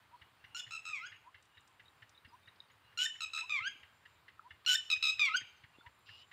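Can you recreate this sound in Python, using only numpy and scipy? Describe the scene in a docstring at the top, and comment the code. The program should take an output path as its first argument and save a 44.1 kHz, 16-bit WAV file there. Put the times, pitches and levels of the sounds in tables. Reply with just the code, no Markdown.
"""Shrill squeal between near walls

Close to the microphone a shrill two-voiced squeal repeats one phrase three times and rings off near walls, with
a faint dull tail from farther off. It is built from sine partials on gliding pitches, with rasp, breath and brief
catches. Dry ticks of noise in the grass, bird chips, low wind bumps and short clicks of decaying tones, soft
cooing glides and an engine's puffs of noise share the echoes.
Farther off a fainter caller answers and thin chirps glide; noise bands make twitter, insects and country air.
"""
import sys
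import numpy as np
from scipy import signal
from scipy.io import wavfile
from scipy.ndimage import uniform_filter1d

SR = 44100
rng = np.random.default_rng(int(sys.argv[2]) if len(sys.argv) > 2 else 0)


def gain_from_db(level_db):
    """Turn a decibel level (scalar or array-like) into a linear amplitude factor."""
    decades = np.asarray(level_db, float) / 20
    return 10 ** decades


def output_pcm(signal):
    """Save a mono or channel-first signal as 16-bit PCM at the path in sys.argv[1].

    Samples are clipped to [-1, 1] before scaling.
    """
    pcm = np.clip(np.atleast_2d(signal).T, -1, 1) * 32767
    wavfile.write(sys.argv[1], SR, np.round(pcm).astype(np.int16))


N = 278712   # samples


def at_hz(points, hz):
    """Reads a spectrum on a log-frequency axis."""
    point_hz, value = np.transpose(points)
    return np.interp(np.log(hz), np.log(point_hz), value)


def band(x, low_hz, high_hz):
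    """Second-order Butterworth band-pass."""
    return signal.sosfilt(signal.butter(2, [low_hz, high_hz], "band", fs=SR, output="sos"), x)


def resonate(x, hz, width_hz):
    """One two-pole resonance, gain about 1 on top."""
    r = np.exp(-np.pi * width_hz / SR)
    poles = [1, -2 * r * np.cos(2 * np.pi * hz / SR), r * r]
    return signal.lfilter([(1 - r * r) / 2, 0, (r * r - 1) / 2], poles, x)


def rms_one(x):
    """Scales to unit rms."""
    return x / np.sqrt(np.mean(x ** 2) + 1e-20)


def drift(rate_hz):
    """Random wander of unit rms: noise through a double low-pass at rate_hz."""
    r = np.exp(-2 * np.pi * rate_hz / SR)
    noise = rng.standard_normal(N + SR)
    settled = signal.lfilter([1], [1, -2 * r, r * r], noise)[SR:]
    return rms_one(settled)


def unroll(note, fade_s, release_s):
    """A note's sample indices, its columns in time and its rounded ends."""
    s, *columns = np.transpose(note)
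    at = np.arange(round(s[0] * SR), min(round(s[-1] * SR), N))
    ends = np.clip(np.minimum((at - at[0]) / fade_s, (at[-1] - at) / release_s) / SR, 0, 1)
    return at, [np.interp(at / SR, s, c) for c in columns], np.sin(np.pi / 2 * ends) ** 2


RASP_BEAT_HZ = 147.5   # the two voices beat
WAVER, CATCH_WAVER = .0025, .0012   # pitch waver as a share, and what each dB of mean dip adds
CATCH_ROUGH = 0.022   # added roughness per dB of dip
CATCH_BREATH, CATCH_SPAN_S = 1.6, 0.014   # dB more air per dB of mean dip, over this span
# throat and mouth colour every partial: (f/Hz, level/dB)
THROAT = [(1000, -4), (1300, -5.5), (1600, -7), (2100, 6.5), (2400, 3.5), (2650, -2), (3100, -1),
          (3500, -5.5), (3900, 0), (4700, -14), (5200, -12), (6500, -14), (7100, -10), (7900, -14),
          (8500, -28.5), (9100, -30.5), (10000, -47), (12000, -36), (16000, -37)]
# the head points another way in each phrase: (phrase start t/s, its colour as (f/Hz, level/dB))
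FACING = [(.5, [(1300, 1), (2600, 1), (3900, -5.5), (5200, 1), (7000, 0.5), (11000, -3)]),
          (2.9, [(1300, 2.25), (2600, 3.2), (3900, 3), (5200, 3.7), (7000, 1.5), (11000, 1.5)]),
          (4.6, [(1300, -8), (2600, 1.5), (3900, 3.3), (5200, 6.5), (7000, -5), (11000, 1.5)])]


def voice(notes, partials_db, rough, breath_db, fade_s, dip_db, shift_hz=0, beat=0):
    """Twelve partials on a wavering pitch; roughness scatters each, the beat throbs the upper ones most."""
    out, waver = np.zeros(N), drift(110)
    scatter = np.array([drift(383) for k in range(4)])
    hiss = band(rng.standard_normal(N), 2500, 6400)
    sheen = band(rng.standard_normal(N), 9500, 20000)
    breath = rms_one(hiss + 0.091 * sheen)
    # a run of catches lets more air through
    strain_db = uniform_filter1d(dip_db, round(CATCH_SPAN_S * SR))
    for note in notes:
        at, (hz, db, tilt_db, first_db), ends = unroll(note, fade_s, release_s=.007)
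        facing = [colour for start_s, colour in FACING if start_s < note[0][0]][-1]
        levels_db = []
        for k in range(1, 13):
            weight_db = tilt_db * np.log2(min(k, 6) / 2) if k > 1 else first_db
            colour_db = at_hz(THROAT, k * hz) + at_hz(facing, k * hz)
            levels_db.append(db + partials_db[min(k, 6) - 1] + weight_db + colour_db)
        # a choked voice sags in pitch
        bend = (WAVER - CATCH_WAVER * strain_db[at]) * waver[at] + 0.00676 * dip_db[at]
        turns = np.cumsum(hz * (1 + bend)) / SR
        throb = np.cos(2 * np.pi * np.cumsum(RASP_BEAT_HZ * (1 + 0.033 * waver[at])) / SR)
        for k, level_db in enumerate(levels_db, 1):
            # in the rasp the upper partials hold still, below the first voice's series
            cycles = (k * hz.mean() + shift_hz) * at / SR if shift_hz and k > 2 else k * turns
            share = (min(k, 3) / 3) ** 2   # the lowest partials stay cleanest
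            jitter = (rough - CATCH_ROUGH * dip_db[at]) * share * scatter[k % 4, at]
            phase = 2 * np.pi * (cycles + rng.random()) + jitter
            swell = 1 + beat * share * throb + rough * share * scatter[(k + 1) % 4, at]
            swell = swell / np.sqrt(1 + (beat * share) ** 2 / 2 + (rough * share) ** 2)
            audible = k * hz < .45 * SR
            out[at] += np.sqrt(2) * gain_from_db(level_db + dip_db[at]) * audible * ends * swell * np.sin(phase)
        # air rushes with the upper partials, in puffs on the beat
        air_db = np.max(levels_db[2:5], axis=0) + breath_db + 0.22 * dip_db[at] - CATCH_BREATH * strain_db[at]
        out[at] += gain_from_db(air_db) * ends * (1 + beat * throb) * breath[at]
    return out


# first voice, clear notes, as breakpoints: (t/s, pitch f/Hz, level/dB before the throat and facing colours,
# tilt from partial 2 to 6 in dB per octave, weight of the fundamental level/dB)
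LOW_VOICE = [
    [(.547, 1388, -45, 1.5, 1), (.555, 1400, -44.5, 1, -1.5), (.565, 1436, -39, 1, -1)],
    [(.708, 1303, -47.5, 0, -1), (.736, 1361, -47.5, 2, 1), (.768, 1301, -48.5, 0, 1.5),
     (.782, 1290, -65, -8, -7)],
    [(.853, 1329, -45, 0, -2.5), (.889, 1307, -50, 2.5, 5), (.909, 1264, -50, -2.5, 2),
     (.933, 1221, -47, -12, -4.5), (.96, 1126, -51, 0, -5), (.994, 1003, -56, -17, -5),
     (1.002, 1020, -66, -5, -8)],
    [(2.974, 1394, -44.5, -2, -4), (2.982, 1385, -46.5, 6.5, 4.5), (2.988, 1430, -41, 0, 8)],
    [(3.206, 1337, -42.5, 0, -2), (3.238, 1297, -47, 4, 1.5), (3.248, 1270, -43.5, -4, -4.5),
     (3.255, 1290, -47, 2, -17)],
    [(3.334, 1298, -46, 1.5, 0), (3.394, 1313, -44.5, 0, 2.5), (3.404, 1336, -50, 0, 0.5),
     (3.416, 1256, -35, -5, -14)],
    [(3.495, 1271, -42, -4, -3), (3.537, 1197, -43, -7, -6), (3.551, 1174, -40.5, -11, -5.5),
     (3.585, 1052, -49, -7, 0), (3.598, 1032, -40, -20, -1)],
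    [(4.662, 1450, -32.5, 1, -14), (4.668, 1410, -37, 1, 5), (4.678, 1370, -30.5, -5.5, -2)],
    [(4.901, 1291, -37, -0.5, -2), (4.921, 1289, -33, 0, -2), (4.931, 1266, -32.5, -4, -12),
     (4.946, 1232, -39, 2.5, 6.5)],
    [(5.026, 1309, -32, -3, -2.5), (5.094, 1266, -36, 0, -2), (5.106, 1294, -35, -2, -7),
     (5.115, 1255, -41, 0, 15)],
    [(5.194, 1265, -33, -4, 1.5), (5.206, 1231, -35, -2, -1.5), (5.224, 1203, -31.5, -7, -3),
     (5.245, 1156, -33, -10, -10), (5.257, 1138, -39, 1, -6.5), (5.283, 1050, -38.5, -20, 3.5),
     (5.295, 995, -36.5, -25, -4.5)],
]
# second voice, overlapping the ends of notes: the same columns, before HIGH_PARTIALS too
HIGH_VOICE = [
    [(.595, 1690, -33.5, -7, -43), (.605, 1790, -42.5, 0, -28), (.613, 1730, -29, -14, -40)],
    [(.96, 1269, -59, -3, -18), (.975, 1280, -70, 2, -15), (1.004, 1256, -69, 4, 6),
     (1.02, 1295, -57, 4, -1), (1.05, 1473, -55, -8, 5.5), (1.066, 1646, -53.5, 13.5, -7),
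     (1.078, 1666, -48, 8, -7)],
    [(3.052, 1840, -48, 9, -22), (3.06, 1813, -34.5, 5, -15), (3.066, 1794, -41.5, 4, -2.5),
     (3.07, 1805, -43, -3, -22)],
    [(3.56, 1305, -64, 7, -21), (3.6, 1174, -65.5, 4, 9.5), (3.612, 1304, -73, 4, 19.5),
     (3.63, 1313, -48, -20, -10), (3.668, 1576, -46.5, 4, 4.5), (3.68, 1645, -44, 9, 2),
     (3.696, 1536, -61, 2, -14)],
    [(4.747, 1790, -47, 13, -9), (4.753, 1835, -32, 5, -13), (4.759, 1788, -28.5, 12, -12.5),
     (4.764, 1765, -38, -6, 20)],
    [(5.255, 1416, -43, -12.5, -27.5), (5.299, 1269, -51.5, -13, 15.5), (5.309, 1263, -63.5, 1, 20),
     (5.32, 1278, -54.5, -3, 21), (5.332, 1302, -48.5, -11, -1), (5.348, 1438, -35, -17, 10),
     (5.36, 1530, -48, 13, 21), (5.372, 1629, -39.5, 21.5, -37), (5.386, 1540, -39.5, -9, -19),
     (5.392, 1580, -43, -5, 0)],
]
# the raspy body of each opening note: the same columns, before RASP_PARTIALS too
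RASP = [
    [(.56, 1420, -41, -3, -3), (.572, 1466, -45.5, 2, 3), (.596, 1489, -56.5, 12, 8),
     (.61, 1417, -31.5, -13, -6)],
    [(2.984, 1425, -35, -3, -1), (2.996, 1456, -39.5, -2.5, -1), (3.018, 1489, -35.5, 0.5, -1),
     (3.044, 1534, -45.5, 9, 8), (3.058, 1508, -47, 13.5, 10)],
    [(4.673, 1384, -19, -7.5, 3), (4.681, 1491, -37, 6, 10), (4.693, 1498, -30, 1.5, 9),
     (4.731, 1481, -33.5, 6.5, 13), (4.756, 1568, -43.5, 17.5, 22)],
]
# what each adds to its partials 1 to 6, the sixth holding for all above: (level/dB)
HIGH_PARTIALS = [10, 0.86, -2, -3, -20.5, -25]
RASP_PARTIALS = [-3.5, 1.5, -7, -2, -0.8, -1.5]
# quick runs of catches at the start of notes: (first t/s, last t/s, first dip level/dB, last dip level/dB)
CATCHES = [(0.718, 0.761, -17.5, -13), (0.862, 0.908, -16.5, -12.5), (3.216, 3.229, -29.5, -10.5),
           (3.346, 3.386, -20.5, -15.5), (3.502, 3.52, -14.5, -17), (4.912, 4.923, -20, -10.5),
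           (5.036, 5.08, -21, -12), (5.203, 5.212, -3.5, -11.5)]
CATCH_S, CATCH_EVERY_S = 0.0031, .013
CLEAR_ROUGH, CLEAR_BREATH_DB = .15, -28.0


def squeal():
    """Both voices and the rasp; the catches choke the first voice for a few milliseconds."""
    t, dip_db, steady = np.arange(N) / SR, np.zeros(N), np.zeros(N)
    for first_s, last_s, first_db, last_db in CATCHES:
        count = round((last_s - first_s) / CATCH_EVERY_S) + 1
        for s, db in np.linspace((first_s, first_db), (last_s, last_db), count):
            near = slice(round((s - .01) * SR), round((s + .01) * SR))
            # it sinks slowly and snaps back
            width_s = np.where(t[near] < s, CATCH_S, CATCH_S / 3)
            dip_db[near] += db * np.exp(-((t[near] - s) / width_s) ** 2)
    low = voice(LOW_VOICE, np.zeros(6), rough=CLEAR_ROUGH, breath_db=CLEAR_BREATH_DB, fade_s=.0006,
                dip_db=dip_db)
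    high = voice(HIGH_VOICE, HIGH_PARTIALS, rough=CLEAR_ROUGH, breath_db=CLEAR_BREATH_DB, fade_s=0.0013,
                 dip_db=steady)
    # the rasp's upper partials sit flat
    rasp = voice(RASP, RASP_PARTIALS, rough=.6, breath_db=-2.0, fade_s=0.0064, dip_db=steady,
                 shift_hz=-480.0, beat=.45)
    # the voices keep little below about 900 Hz
    return signal.sosfilt(signal.butter(4, 900, "high", fs=SR, output="sos"), low + high + rasp)


# dry ticks in the grass: (t/s, onset level/dB, low edge f/Hz, high edge f/Hz)
TICKS = [(1.426, -65, 3530, 9300), (1.454, -70, 3400, 9500), (1.607, -71.5, 6000, 9350),
         (1.676, -63.5, 2920, 8800), (2.094, -62.5, 3430, 8400), (2.559, -69, 2800, 5500),
         (4.112, -71, 2480, 4470), (4.649, -52.5, 1010, 4400), (5.99, -73, 9900, 15000)]


def ticks():
    """Each tick is a burst of band-passed noise that dies within some 35 milliseconds."""
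    out, t = np.zeros(N), np.arange(SR // 20) / SR
    for s, db, low_hz, high_hz in TICKS:
        grit = band(band(rng.standard_normal(len(t)), low_hz, high_hz), low_hz, high_hz)
        out[round(s * SR):][:len(t)] += gain_from_db(db - 60 * t / 0.035) * rms_one(grit)
    return out


def pips(events):
    """Short tones that swell in a millisecond or two and die, sagging in pitch."""
    out, t = np.zeros(N + SR), np.arange(SR // 5) / SR
    for s, db, hz, t60 in events:
        shape = (1 - np.exp(-t / 0.0015)) * gain_from_db(-60 * t / max(t60, .004))
        tone = np.sin(2 * np.pi * hz * t * (1 - 1.4 * t))
        out[round(s * SR):][:len(t)] += gain_from_db(db) * shape / shape.max() * tone
    return out[:N]


# small bird chips: (t/s, peak level/dB, starting f/Hz, 60 dB decay t/s)
CHIPS = [(1.552, -68, 3770, 0.028), (1.5783, -56.5, 3860, 0.041), (1.8552, -62, 3840, 0.066),
         (1.8811, -56.5, 3870, 0.029), (2.1485, -61, 3720, 0.058), (2.176, -55, 3900, 0.04),
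         (2.4314, -67, 3730, 0.04), (2.4578, -61, 3740, 0.034), (2.4838, -53, 3860, 0.034),
         (2.603, -42.5, 3810, 0.013), (2.6848, -70, 4570, 0.026), (2.7162, -70, 6950, 0.034)]


def chips():
    """Small birds chip: high tones that decay fast."""
    return pips(CHIPS)


# soft low wind bumps near 250-310 Hz and short clicks near 1.3 kHz:
# (t/s, peak level/dB, starting f/Hz, 60 dB decay t/s)
BUMPS_AND_CLICKS = [(2.274, -64, 243, 0.067), (3.67, -69, 249, 0.24), (3.755, -63, 286, 0.025),
                    (4.374, -69.5, 1317, 0.028), (4.394, -42.5, 1325, 0.016), (4.419, -64, 1270, 0.024),
                    (5.36, -61.5, 243, 0.061), (5.415, -57, 284, 0.017), (5.785, -52, 313, 0.0095),
                    (5.809, -55.5, 1440, 0.042)]


def bumps_and_clicks():
    """Soft low wind bumps and short clicks, each one decaying tone."""
    return pips(BUMPS_AND_CLICKS)


def arcs(calls, swell, start_hz=None):
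    """Each call swells to its top and sinks; pitch glides straight, or scoops up from start_hz first."""
    share, start_db, end_db = swell
    notes = []
    for s, length, a_hz, last_hz, db in calls:
        top_hz = a_hz if start_hz else a_hz + share * (last_hz - a_hz)
        notes.append([(s, start_hz or a_hz, db + start_db),
                      (s + share * length, top_hz, db),
                      (s + length, last_hz, db + end_db)])
    return notes


def whistles(notes, rough, fade_s):
    """Near sines, blurred by distance: phase and level wander at random."""
    out, blur, sway = np.zeros(N), drift(150), drift(49)
    for note in notes:
        at, (hz, db), ends = unroll(note, fade_s, fade_s)
        phase = 2 * np.pi * np.cumsum(hz) / SR + rough * blur[at]
        sway_db = 4.0 * rough * sway[at]
        out[at] += np.sqrt(2) * gain_from_db(db + sway_db) * ends * np.sin(phase)
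    return out


# soft coos: (start t/s, length t/s, f/Hz at the loudest, last f/Hz, top level/dB before the sway)
COOS = [(.11, 0.056, 986, 960, -53.5), (1.24, 0.058, 987, 1100, -55), (2.31, 0.052, 986, 1090, -56),
        (3.41, 0.049, 990, 1030, -52), (4.43, .055, 980, 1060, -55.5), (5.83, 0.057, 975, 960, -55)]
# (share of the length to the top, start level/dB, end level/dB), levels against the top
COO_SWELL = (.65, -20, -9)


def coos():
    """Soft coos: near sines that scoop up in pitch as they swell."""
    return whistles(arcs(COOS, COO_SWELL, start_hz=860), rough=0.19, fade_s=0.0035)


# how loud the engine arrives: (t/s, chuff level/dB, thump level/dB), both before trims and spread
FIRINGS = [(.2, -51.5, -58), (.44, -51.5, -71), (.67, -52, -59.5), (.9, -59, -63), (1.12, -48.5, -61.5),
           (1.599, -57.5, -68.5), (2.1, -51, -62), (2.5, -56, -61.5), (2.9, -63.5, -71), (3.4, -43.5, -72),
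           (3.7, -54, -53), (4.06, -52.5, -74.5), (4.5, -50, -68), (5.1, -53.5, -67.5), (5.4, -47.5, -62.5),
           (5.65, -54, -62), (6.1, -51, -66)]
# exhaust resonances: (f/Hz, width f/Hz, relative level/dB)
EXHAUST = [(1840, 410, 12.5), (2213, 540, 4.5), (2790, 193, 8), (4290, 1200, -47.5)]
FIRST_FIRING_S, FIRING_EVERY_S = .2135, .2259
CHUFF_S, THUMP_S, THUMP_SPREAD_DB = .0055, .0079, 3.5   # times to the top, and chance from firing to firing


def engine():
    """Each firing puffs noise through the exhaust and pushes a low lumpy thump."""
    chuff, thump, t = np.zeros(N + SR), np.zeros(N + SR), np.arange(SR // 4) / SR
    when, chuffs_db, thumps_db = np.transpose(FIRINGS)
    for s in np.arange(FIRST_FIRING_S, N / SR, FIRING_EVERY_S):
        chuff_db = np.interp(s, when, chuffs_db) - 2.5
        thump_db = np.interp(s, when, thumps_db) + THUMP_SPREAD_DB * rng.standard_normal() + 2.0
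        here = slice(round(s * SR), round(s * SR) + len(t))
        chuff[here] += gain_from_db(chuff_db) * t / CHUFF_S * np.exp(1 - t / CHUFF_S)
        push = np.sin(2 * np.pi * (rng.uniform(80, 116.6) * t + rng.random()))
        thump[here] += gain_from_db(thump_db) * t / THUMP_S * np.exp(1 - t / THUMP_S) * push
    puff = band(band(rng.standard_normal(N), 1200, 4600), 1200, 5000)
    # neighbouring resonances take opposite signs
    pipe = rms_one(sum(gain_from_db(db) * resonate(puff, hz, width) * (-1) ** k
                       for k, (hz, width, db) in enumerate(EXHAUST)))
    lumps = gain_from_db(5.8 * drift(29))
    return chuff[:N] * pipe + thump[:N] * lumps


# the fainter caller's strong partial: (start t/s, length t/s, first f/Hz, last f/Hz, top level/dB before the sway)
FAR_CALLS = [(.39, 0.035, 2785, 2680, -69.5), (.49, 0.072, 2797, 2910, -68),
             (1.48, 0.17, 2900, 2830, -77.5), (2.83, 0.057, 2810, 2895, -71), (4.1, .09, 2560, 2240, -76),
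             (5.73, 0.055, 2730, 2800, -69), (6.065, 0.19, 2726, 3020, -60)]
# (share of the length to the top, start level/dB, end level/dB), levels against the top
FAR_SWELL = (.6, -7, -6)


def far_calls():
    """The fainter caller's strong partial: a gliding near sine, heavily blurred by distance."""
    return whistles(arcs(FAR_CALLS, FAR_SWELL), rough=.75, fade_s=0.0074)


# the fainter caller's rasp: (start t/s, length t/s, hiss level/dB)
FAR_RASP = (6.05, .195, -63)


def far_rasp():
    """Hiss around three partials, puffing on the beat."""
    out, noise = np.zeros(N), band(band(rng.standard_normal(N), 2500, 5600), 2500, 5300)
    partials = ((2870, 14), (3800, 6), (4800, 5))   # (f/Hz, relative level/dB)
    hiss = rms_one(sum(gain_from_db(db) * resonate(noise, hz, 410) for hz, db in partials))
    s, length, hiss_db = FAR_RASP
    at, (db,), ends = unroll([(s, hiss_db), (s + length, hiss_db)], fade_s=0.023, release_s=0.025)
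    puffs = 1 + 0.27 * np.cos(2 * np.pi * RASP_BEAT_HZ * at / SR)
    out[at] = gain_from_db(db) * ends * hiss[at] * puffs
    return out


# thin far chirps, mostly falling: (start t/s, length t/s, first f/Hz, last f/Hz, top level/dB before the sway)
CHIRPS = [(.375, .03, 6130, 5840, -91), (.435, .04, 6220, 5500, -85), (2.275, 0.032, 5100, 4790, -74),
          (2.325, .025, 6070, 5600, -77), (2.385, .025, 6100, 5730, -86), (2.585, .035, 5100, 4900, -77),
          (2.83, 0.061, 4100, 3880, -79), (4.49, 0.042, 3380, 3500, -70.5), (5.56, .035, 6220, 6020, -78),
          (5.775, .05, 3400, 3600, -69)]
# (share of the length to the top, start level/dB, end level/dB), levels against the top
CHIRP_SWELL = (.5, -3, 0)


def chirps():
    """Thin far chirps: short gliding near sines with soft ends."""
    return whistles(arcs(CHIRPS, CHIRP_SWELL), rough=0.28, fade_s=0.014)


# the caller turns, so more or less goes by the walls: (t/s, send level/dB before the wall levels)
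TURNING = [(0, -21), (.8, -0.5), (2, -16), (3.4, -4), (4.198, -15), (5.1, -5.5), (6.32, -30.5)]
EARLY_DB, EARLY_T60_S, LATE_DB, LATE_T60_S, ECHO_HZ = -4.5, 0.54, -21.5, 0.78, 2844
FIRST_WALL_S, WALL_S = .011, 0.049   # nearest wall; the farthest near wall answers after WALL_S
SLAPS_DB = 3.5   # unevenness of the slaps


def echoes(x):
    """Near walls answer in uneven slaps, then fall away, with a faint dull tail from farther off."""
    t = np.arange(SR) / SR
    noise = rng.standard_normal((2, SR)) * np.clip((t - FIRST_WALL_S) / 0.0013, 0, 1)
    mids = resonate(resonate(noise[0], ECHO_HZ, width_hz=1300), ECHO_HZ, width_hz=1300)
    wide = band(noise[0], 2170, 11350) * gain_from_db(-60 * t / 6.3)   # the wide band dies sooner
    bright = mids + gain_from_db(-3.5) * wide
    past_wall_db = -7.0 * np.clip((t - WALL_S) / 0.0059, 0, 1)
    early = rms_one(bright * gain_from_db(-60 * t / EARLY_T60_S + past_wall_db + SLAPS_DB * drift(54)[:SR]))
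    late = rms_one(band(noise[1], 1500, 4900) * gain_from_db(-60 * t / LATE_T60_S))
    tail = (gain_from_db(EARLY_DB) * early + gain_from_db(LATE_DB) * late) / np.sqrt(SR)
    sent = x * gain_from_db(np.interp(np.arange(N) / SR, *np.transpose(TURNING)))
    return signal.fftconvolve(sent, tail)[:N]


def twitter():
    """Faint far birds: narrow noise bands that come and go at random."""
    noise, out = rng.standard_normal(N), 0
    for hz in np.geomspace(1300, 4300, 9):
        line = rms_one(resonate(resonate(noise, hz, width_hz=480), hz, width_hz=480))
        level_db = -90.0 + 4.9 * np.minimum(drift(4.1), 1.8)
        out = out + gain_from_db(level_db) * line
    return out


# insects: (t/s, lower singer level/dB, upper singer level/dB)
INSECTS = [(0, -106, -96), (.6, -100, -90), (1.3, -96, -97), (1.5, -91, -95), (2.0, -89, -96),
           (2.2, -100, -89.5), (2.9, -104, -92.5), (3.8, -88.5, -90.5), (4.148, -83.5, -103),
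           (4.2, -95, -100), (5.6, -91.5, -102), (6.001, -85.5, -92), (6.32, -80, -92)]


def insects():
    """Two narrow songs of resonant noise; the wing strokes pulse them."""
    t = np.arange(N) / SR
    s, lower_db, upper_db = np.transpose(INSECTS)
    out = 0
    for db, hz, width_hz, strokes_hz in ((lower_db, 7250, 220, 110), (upper_db, 9280, 120, 60)):
        song = resonate(resonate(rng.standard_normal(N), hz, width_hz), hz, width_hz)
        strokes = 1 + 0.72 * np.cos(2 * np.pi * strokes_hz * t)
        out = out + gain_from_db(np.interp(t, s, db)) * rms_one(song * strokes)
    return out


# spectrum of the open country: (f/Hz, relative level/dB per Hz)
AIR = [(15, -44), (25, -28), (92, 1.5), (195, -12.5), (344, -12), (695, -12), (988, -5.5), (1400, -7.5),
       (2840, -14), (4030, -18.5), (6210, -31), (9070, -27.5), (10100, -38), (14800, -27.5), (16000, -36)]


def air(patchy_db):
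    """Distant country hum and rustle in third-octave bands, each flickering a little."""
    out, together, edges = 0, drift(1.0), 25 * 2 ** np.arange(0, 9.5, 1 / 3)
    white, flicker = rng.standard_normal((2, N)), [drift(7.9) for k in range(5)]
    for k, (low, high) in enumerate(zip(edges, edges[1:])):
        db = at_hz(AIR, np.sqrt(low * high)) + patchy_db * (.5 * together + flicker[k % 5])
        out = out + gain_from_db(db) * band(white[k % 2], low, high)
    return gain_from_db(-69) * rms_one(out)


def scene():
    """Near and far calls and the engine share the echoes; twitter, insects and air come from everywhere."""
    near = squeal() + ticks() + coos() + chips() + bumps_and_clicks() + engine()
    far = far_calls() + far_rasp() + chirps()
    walls = echoes(near + gain_from_db(6.5) * far)   # far sounds reach the walls more strongly
    mix = near + far + walls + twitter() + insects() + air(patchy_db=1.0)
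    return mix[None]


def roll_off(x):
    """The treble ends steeply here."""
    return signal.sosfilt(signal.butter(12, 16410, fs=SR, output="sos"), x)


def record(dry):
    """The microphone loses the deepest bass, and the top is cut steeply."""
    x = signal.sosfilt(signal.butter(2, 45, "high", fs=SR, output="sos"), dry)
    x = signal.sosfilt(signal.cheby2(12, 60, 16500, fs=SR, output="sos"), x)   # 60 dB down from 16500 Hz
    return roll_off(x)


dry = scene()
out = record(dry)
output_pcm(out)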